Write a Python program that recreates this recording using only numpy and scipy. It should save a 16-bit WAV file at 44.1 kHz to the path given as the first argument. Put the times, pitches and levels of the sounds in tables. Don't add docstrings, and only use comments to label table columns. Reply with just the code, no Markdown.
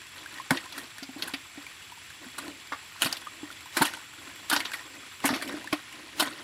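import sys
import numpy as np
from scipy import signal
from scipy.fft import rfft, irfft
from scipy.io import wavfile

SR = 44100
rng = np.random.default_rng(int(sys.argv[2]) if len(sys.argv) > 2 else 0)


def master(y):
    cut = np.clip(np.atleast_2d(y).T, -1, 1)
    pcm = np.round(cut * 32767)
    wavfile.write(sys.argv[1], SR, pcm.astype(np.int16))


N = 283739

# f/Hz, relative level/dB
HUSH_SPECTRUM = [(18, -45), (30, -11.5), (97, 2.5), (197, -8), (332, -3.5), (546, -16), (2420, 1.5),
                 (6540, -11.5), (7650, -11.5), (8280, -17), (10200, -10.5), (13600, -33.5), (15500, -32)]
# f/Hz, half-amplitude width/Hz, level before the swell/dB
INSECT_NOTES = [(3380, 25, -62), (7570, 530, -59.5), (13561, 100, -68.5)]
# t/s, relative level/dB
CHORUS_SWELL = [(0, 0), (1.8, 0), (4.9, 2.5), (6.2, -5.5)]
# t of greatest motion/s, half length/s, squelch level/dB, wall-rub level/dB
WRIGGLES = [(0.197, 0.037, -45, -53.5), (0.356, 0.096, -48, -56), (0.557, 0.023, -45, -41),
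            (0.806, 0.065, -43, -50), (0.992, 0.032, -45.5, -63), (1.234, 0.056, -42, -44.5),
            (1.61, 0.051, -52.5, -59), (2.235, 0.025, -48, -49.5), (2.477, 0.091, -51, -47),
            (3.107, 0.017, -36, -46), (3.43, 0.17, -53, -56.5), (4.294, 0.15, -51, -54.5),
            (4.75, 0.075, -44, -66), (4.96, 0.13, -54, -54.5), (5.308, 0.063, -39.5, -37),
            (5.5, 0.15, -42, -41), (6, 0.091, -51, -52), (6.245, 0.093, -43.5, -43),
            (6.428, 0.065, -47, -51.5)]
# f/Hz, relative level/dB
SQUELCH_SPECTRUM = [(400, -8), (1400, 2.5), (4500, -3.5), (6500, -15.5), (10500, -12), (15500, -26)]
# t/s, level/dB, f/Hz
AIR_POCKETS = [(0.26, -28.5, 1620), (0.384, -30, 1860), (0.399, -26, 1050), (1.666, -29, 2320),
               (2.734, -28, 1154), (3.127, -14, 4800), (3.27, -26, 1204), (3.503, -32, 1430),
               (3.813, -15, 915), (5.241, -20, 853), (5.29, -22, 893), (5.397, -36, 720),
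               (5.414, -28, 1760), (5.674, -25, 1760)]
# f/Hz, level relative to the ring setting/dB, 60 dB decay time/s
BUCKET_MODES = [(840, -18, 0.018), (1010, -23, 0.019), (1020, -25, 0.018), (1350, -11, 0.058),
                (1427, 4, 0.036), (1516, -0.5, 0.075), (1860, -4.5, 0.12), (4370, 1, 0.03)]
# f/Hz, relative level/dB
WET_SPECTRUM = [(200, 3), (450, -1.5), (900, 0), (2800, 5.5), (4600, 4), (6200, 1.5), (10500, 1.5),
                (13000, -3.5), (15500, -15)]
# t/s, smack level/dB, f of the hollow under it/Hz,
# body level/dB, spray level/dB, decay time/s
SLAPS = [(0.5069, -23, 1540, -19, -27, 0.0024), (0.5715, -34.5, 2480, -46, -45, 0.0034),
         (0.723, -42.5, 4500, -46, -46, 0.0044), (0.778, -37.5, 1650, -43, -38, 0.013),
         (1.0287, -39.5, 4760, -42, -46, 0.0059), (1.2222, -30, 4640, -64, -36.5, 0.008),
         (1.276, -37.5, 1370, -53, -38.5, 0.0052), (1.3368, -34, 2700, -36.5, -41, 0.0051),
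         (2.382, -33.5, 1440, -44, -35, 0.0044), (2.7203, -37.5, 1510, -28, -50, 0.012),
         (3.0193, -24.5, 2750, -24, -23, 0.0086), (3.0451, -29.5, 4230, -38, -28.5, 0.017),
         (3.0589, -29.5, 2110, -27, -36, 0.0036), (3.1254, -35, 4740, -38, -39, 0.0059),
         (3.169, -40.5, 4150, -54, -42, 0.0032), (3.768, -23, 1735, -21.5, -25, 0.017),
         (3.819, -21, 1560, -19.5, -22, 0.0083), (3.853, -32.5, 2660, -45, -30, 0.0076),
         (4.4988, -29, 4350, -31, -25, 0.0027), (4.5128, -27, 1460, -24, -40, 0.0041),
         (4.5263, -20.5, 1440, -42, -24.5, 0.016), (4.563, -26.5, 4080, -23.5, -33.5, 0.0025),
         (4.6028, -34.5, 2270, -53, -45, .005), (4.6505, -35.5, 2930, -35.5, -45, 0.011),
         (4.733, -32.5, 1990, -42, -38, 0.0056), (5.241, -33.5, 1650, -24, -42, 0.011),
         (5.2544, -26.5, 2080, -30, -22.5, 0.0094), (5.2887, -27.5, 1550, -27, -38, 0.021),
         (5.337, -29.5, 2000, -29.5, -37.5, 0.021), (5.4212, -33, 1740, -33, -36, 0.0059),
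         (5.7269, -27, 2070, -21.5, -33, 0.0052), (6.197, -23.5, 3980, -21.5, -22.5, 0.0097),
         (6.2254, -28.5, 1510, -29, -31, 0.005)]
# t one thud time after the height/s, level/dB
LANDINGS = [(0.519, -19), (3.059, -31), (3.818, -21), (4.526, -44), (5.33, -31), (5.729, -33.5)]
# t/s, level/dB, f/Hz
BOOMS = [(0.516, -17, 266.5), (1.025, -32.5, 275), (1.091, -32.5, 265), (1.163, -31, 288),
         (1.338, -28.5, 278), (1.577, -33, 288), (2.265, -36.5, 253), (2.482, -32, 298), (2.724, -41, 275),
         (3.059, -29.5, 257), (3.432, -29, 297), (3.773, -26.5, 334), (3.817, -17.5, 291),
         (4.529, -23.5, 290), (5.247, -16.5, 279), (5.305, -18.5, 265), (5.329, -19, 264),
         (5.541, -27, 300), (5.73, -18.5, 299), (6.222, -23.5, 297)]

TIME, FREQS = np.arange(N) / SR, np.fft.rfftfreq(N, 1 / SR)
HUSH_DB, WAVER_DB = -49.5, 0.7
RESTLESS_DB = -53.5
FALLBACK_DB, FALLBACK_RUB_DB, SETTLE_S = -8.5, -19, 0.073
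STICK_DB, STICKS_PER_S = 2.5, 55
DRIPS_PER_S, DRIP_DB, DRIP_SPREAD_DB = 45, -6.5, 7
POCKET_CYCLES = 7
FIRM_DB, SLAP_RISE_S, SOFTNESS = -25, 0.00029, 0.36
NUDGE_DB, NUDGE_HZ, NUDGE_S = -5, 317, 0.0091
EDGE_HZ = 15900


def gain_of(db):
    return 10 ** (np.asarray(db) / 20)


def evened(x):
    return x / np.sqrt(np.mean(x ** 2) + 1e-20)


def read(points, hz):
    f, db = np.transpose(points)
    return gain_of(np.interp(np.log(hz + 1), np.log(f + 1), db))


def add(mix, s, sound):
    part = mix[max(round(s * SR), 0):][:len(sound)]
    part += sound[:len(part)]


def band(x, lo_hz, hi_hz, order=3):
    edges = [lo_hz, min(hi_hz, SR / 2 - 100)]
    return signal.sosfilt(signal.butter(order, edges, "band", fs=SR, output="sos"), x)


def colour(x, points, size=512):
    log_gain = np.log(read(points, abs(np.fft.fftfreq(size, 1 / SR))))
    response = np.exp(np.conj(signal.hilbert(log_gain)))
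    taps = np.fft.ifft(response).real
    return signal.fftconvolve(x, taps)[:len(x)]


def drift(per_s):
    knots = rng.standard_normal(N // 100)
    return np.interp(TIME * per_s, np.arange(len(knots)), knots)


def ringing_noise(hz, width_hz):
    resonance = 1 / (1 + ((FREQS - hz) / (width_hz / 2)) ** 2)
    return evened(irfft(rfft(rng.standard_normal(N)) * resonance, N))


def bubble(hz, decay, rise=0.03):
    t = np.arange(0, 7 * decay, 1 / SR)
    phase = 2 * np.pi * hz * t * (1 + rise * (t / decay / 2 - 1))
    return np.sin(phase) * np.exp(-t / decay) * (1 - np.exp(-t * hz))


def blow(x, window_s=0.0094):
    return x / np.sqrt(np.sum(x ** 2) / (window_s * SR) + 1e-20)


def bucket_response(ring_db=-42, echo_db=-2, echo_s=0.0063, yard_db=-21, yard_s=0.033, size=10000):
    t = np.arange(size) / SR
    walls, yard = rng.standard_normal((2, size)) * (t > 0.0006)
    walls = walls * np.exp(-t / echo_s)
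    yard = band(yard, 210, 8500, order=1) * np.exp(-t / yard_s)
    modes = sum(gain_of(db - 60 * t / t60) * np.cos(2 * np.pi * hz * t) for hz, db, t60 in BUCKET_MODES)
    echoes = gain_of(echo_db) * walls / np.linalg.norm(walls)
    echoes = echoes + gain_of(yard_db) * yard / np.linalg.norm(yard)
    return (t == 0) + gain_of(ring_db) * modes + echoes


def garden():
    hush = evened(irfft(rfft(rng.standard_normal(N)) * read(HUSH_SPECTRUM, FREQS), N))
    hush = hush * gain_of(HUSH_DB + WAVER_DB * drift(14))
    insects = sum(ringing_noise(hz, width) * gain_of(db) for hz, width, db in INSECT_NOTES)
    return hush + insects * gain_of(np.interp(TIME, *np.transpose(CHORUS_SWELL)))


def stirring(flight_s=0.012):
    squelch, rub, fallback = np.zeros((3, N))
    t = np.arange(SR) / SR
    for s, _, _, _, spray, _ in SLAPS:
        falling = (1 - np.exp(-t / flight_s)) * np.exp(-t / SETTLE_S)
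        add(fallback, s, (gain_of(spray) * falling) ** 2)
    for s, half_length, squelch_db, rub_db in WRIGGLES:
        swell = np.exp(-np.minimum(2 * ((TIME - s) / half_length) ** 2, 50))
        squelch += gain_of(squelch_db) ** 2 * swell
        rub += gain_of(rub_db) ** 2 * swell
    squelch = squelch + gain_of(FALLBACK_DB) ** 2 * fallback + gain_of(RESTLESS_DB) ** 2
    rub = rub + gain_of(FALLBACK_RUB_DB) ** 2 * fallback
    return np.sqrt(squelch), np.sqrt(rub)


def grains(per_s, cycles, spread_db, count=40):
    out = np.zeros(N)
    births = np.flatnonzero(rng.random(N) < per_s / SR)
    pitches = np.geomspace(450, 14000, count)
    shapes = [read(SQUELCH_SPECTRUM, hz) * hz * bubble(hz, cycles / hz) for hz in pitches]
    kinds = rng.integers(0, count, N)
    sizes = gain_of(spread_db * np.minimum(rng.exponential(1, N), 3))
    for i in births:
        add(out, i / SR, sizes[i] * shapes[kinds[i]])
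    return out


def slither(bucket, bubbles_db=-3, slosh_db=-8):
    squelch, rub = stirring()
    film = signal.oaconvolve(grains(per_s=1800, cycles=2.15, spread_db=3.5), bucket)[:N]
    froth = grains(per_s=600, cycles=6, spread_db=3)
    wet = evened(evened(film) + gain_of(bubbles_db) * evened(froth))
    murmur = evened(ringing_noise(298.6, 114) + gain_of(slosh_db) * ringing_noise(566, 250))
    stick_slip = evened(gain_of(STICK_DB * drift(STICKS_PER_S)))
    return (wet * squelch + murmur * rub) * stick_slip


def drips(bucket, tick_db=-3):
    squelch, _ = stirring()
    ticks, plinks = np.zeros((2, N))
    pitches = np.geomspace(900, 5000, 50)
    for place, size, pitch in rng.random((int(DRIPS_PER_S * N / SR), 3)):
        s = place * N / SR
        level = gain_of(DRIP_SPREAD_DB * min(-np.log(size), 3))
        hz = pitches[int(pitch * 50)]
        add(ticks, s, np.array([level]))
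        add(plinks, s, level * bubble(hz, POCKET_CYCLES / hz))
    ticks = colour(signal.oaconvolve(ticks, bucket)[:N], WET_SPECTRUM)
    drops = evened(evened(plinks) + gain_of(tick_db) * evened(ticks))
    return gain_of(DRIP_DB) * squelch * drops


def pockets(burst_db=-13, burst_s=0.0038):
    out = np.zeros(N)
    for s, db, hz in AIR_POCKETS:
        spatter = evened(band(rng.standard_normal(SR // 10), hz / 2, hz * 2, order=1))
        add(out, s, gain_of(db) * bubble(hz, POCKET_CYCLES / hz))
        add(out, s, gain_of(db + burst_db) * spatter * np.exp(-TIME[:len(spatter)] / burst_s))
    return out


def swishes(swish_db=-12, lead=1.6, shove_db=-17, shove_s=0.0036, size=2000):
    out, before = np.zeros(N), np.arange(size)[::-1] / SR
    for s, _, _, body, spray, decay in SLAPS:
        rush = evened(band(rng.standard_normal(size), 600, 4300, order=1))
        rush = rush * np.exp(-before / (lead * decay))
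        shove = evened(band(rng.standard_normal(size), 420, 2200, order=2)) * np.exp(-before / shove_s)
        add(out, s - before[0], gain_of(spray + swish_db) * rush + gain_of(body + shove_db) * shove)
    return out


def landings(thud_s=0.0072, soil_db=-16):
    out, t = np.zeros(N), np.arange(SR // 5) / SR
    for s, db in LANDINGS:
        bottom, soil = rng.standard_normal((2, len(t)))
        bottom = evened(band(bottom, 106, 220, order=2))
        soil = evened(band(soil, 30, 82, order=1))
        envelope = (t / thud_s) * np.exp(-t / thud_s)
        add(out, s - 2 * thud_s, gain_of(db) * (bottom + gain_of(soil_db) * soil) * envelope)
    return out


def droplets(hz, scatter_s=0.013, spread=0.335, cycles=5, size=8000, count=14):
    out = np.zeros(size)
    delays = rng.exponential(1, count)
    pitches = hz * np.exp(spread * rng.uniform(-1.75, 1, count))
    for late, pitch in zip(delays, pitches):
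        add(out, late * scatter_s, np.exp(-late / 2) * bubble(pitch, cycles / pitch))
    return out


def slaps(splatter_db=-22, splatter_s=0.022, grain_db=5.5, hollow_width=1.374, drops_db=-5, size=8000):
    out, t = np.zeros(N), np.arange(size) / SR
    for s, smack, hz, body, spray, decay in SLAPS:
        rise = SLAP_RISE_S * gain_of(SOFTNESS * (FIRM_DB - smack))
        roughness = np.repeat(np.clip(rng.standard_normal(size // 20), -2, 2), 20)
        snaps = rng.standard_normal(size) * gain_of(grain_db * roughness)
        fading = np.exp(-t / decay) + gain_of(splatter_db) * np.exp(-t / splatter_s)
        force = (1 - np.exp(-t / rise)) * fading
        echoed = signal.fftconvolve(snaps * force, bucket_response())[:size]
        burst = colour(echoed, WET_SPECTRUM)
        low = blow(band(burst, 620, 1500, order=2))
        middle = blow(band(burst, 1700, 5000, order=2))
        high = blow(band(burst, 6000, 16000, order=2))
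        hollow = blow(band(burst, hz / hollow_width, hz * hollow_width, order=2))
        drops = gain_of(drops_db) * blow(droplets(hz))
        add(out, s, gain_of(smack) * (middle + hollow + drops) + gain_of(body) * low + gain_of(spray) * high)
    return out


def flexes(attack_s=0.0023, scatter=0.13):
    out, t = np.zeros(N), np.arange(SR // 8) / SR
    places = rng.uniform(-1.26, 1, len(SLAPS))
    envelope = (1 - np.exp(-t / attack_s)) * np.exp(-t / NUDGE_S)
    for (s, _, _, body, _, _), place in zip(SLAPS, places):
        ring = np.sin(2 * np.pi * NUDGE_HZ * (1 + scatter * place) * t)
        add(out, s, gain_of(body + NUDGE_DB) * ring * envelope)
    return out


def booms(attack_s=0.0013, decay_s=0.013, knock_db=-13, knock_s=0.0097):
    out, t = np.zeros(N), np.arange(SR // 5) / SR
    for s, db, hz in BOOMS:
        air = np.sin(2 * np.pi * hz * t) * np.exp(-t / decay_s)
        wall = evened(band(rng.standard_normal(len(t)), 605, 840, order=2)) * np.exp(-t / knock_s)
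        attack = 1 - np.exp(-t / attack_s)
        add(out, s - attack_s, attack * gain_of(db) * (air + gain_of(knock_db) * wall))
    return out


def scene():
    bucket = bucket_response()
    restless = slither(bucket) + drips(bucket) + pockets()
    blows = swishes() + landings() + slaps() + flexes() + booms()
    return (garden() + restless + blows)[None]


def record(dry):
    thin = signal.sosfilt(signal.butter(2, 50, "high", fs=SR, output="sos"), dry)
    low_pass = signal.firwin(511, EDGE_HZ, window=("kaiser", 9), fs=SR)
    return signal.oaconvolve(thin, low_pass[None], "same")


dry = scene()
out = record(dry)
master(out)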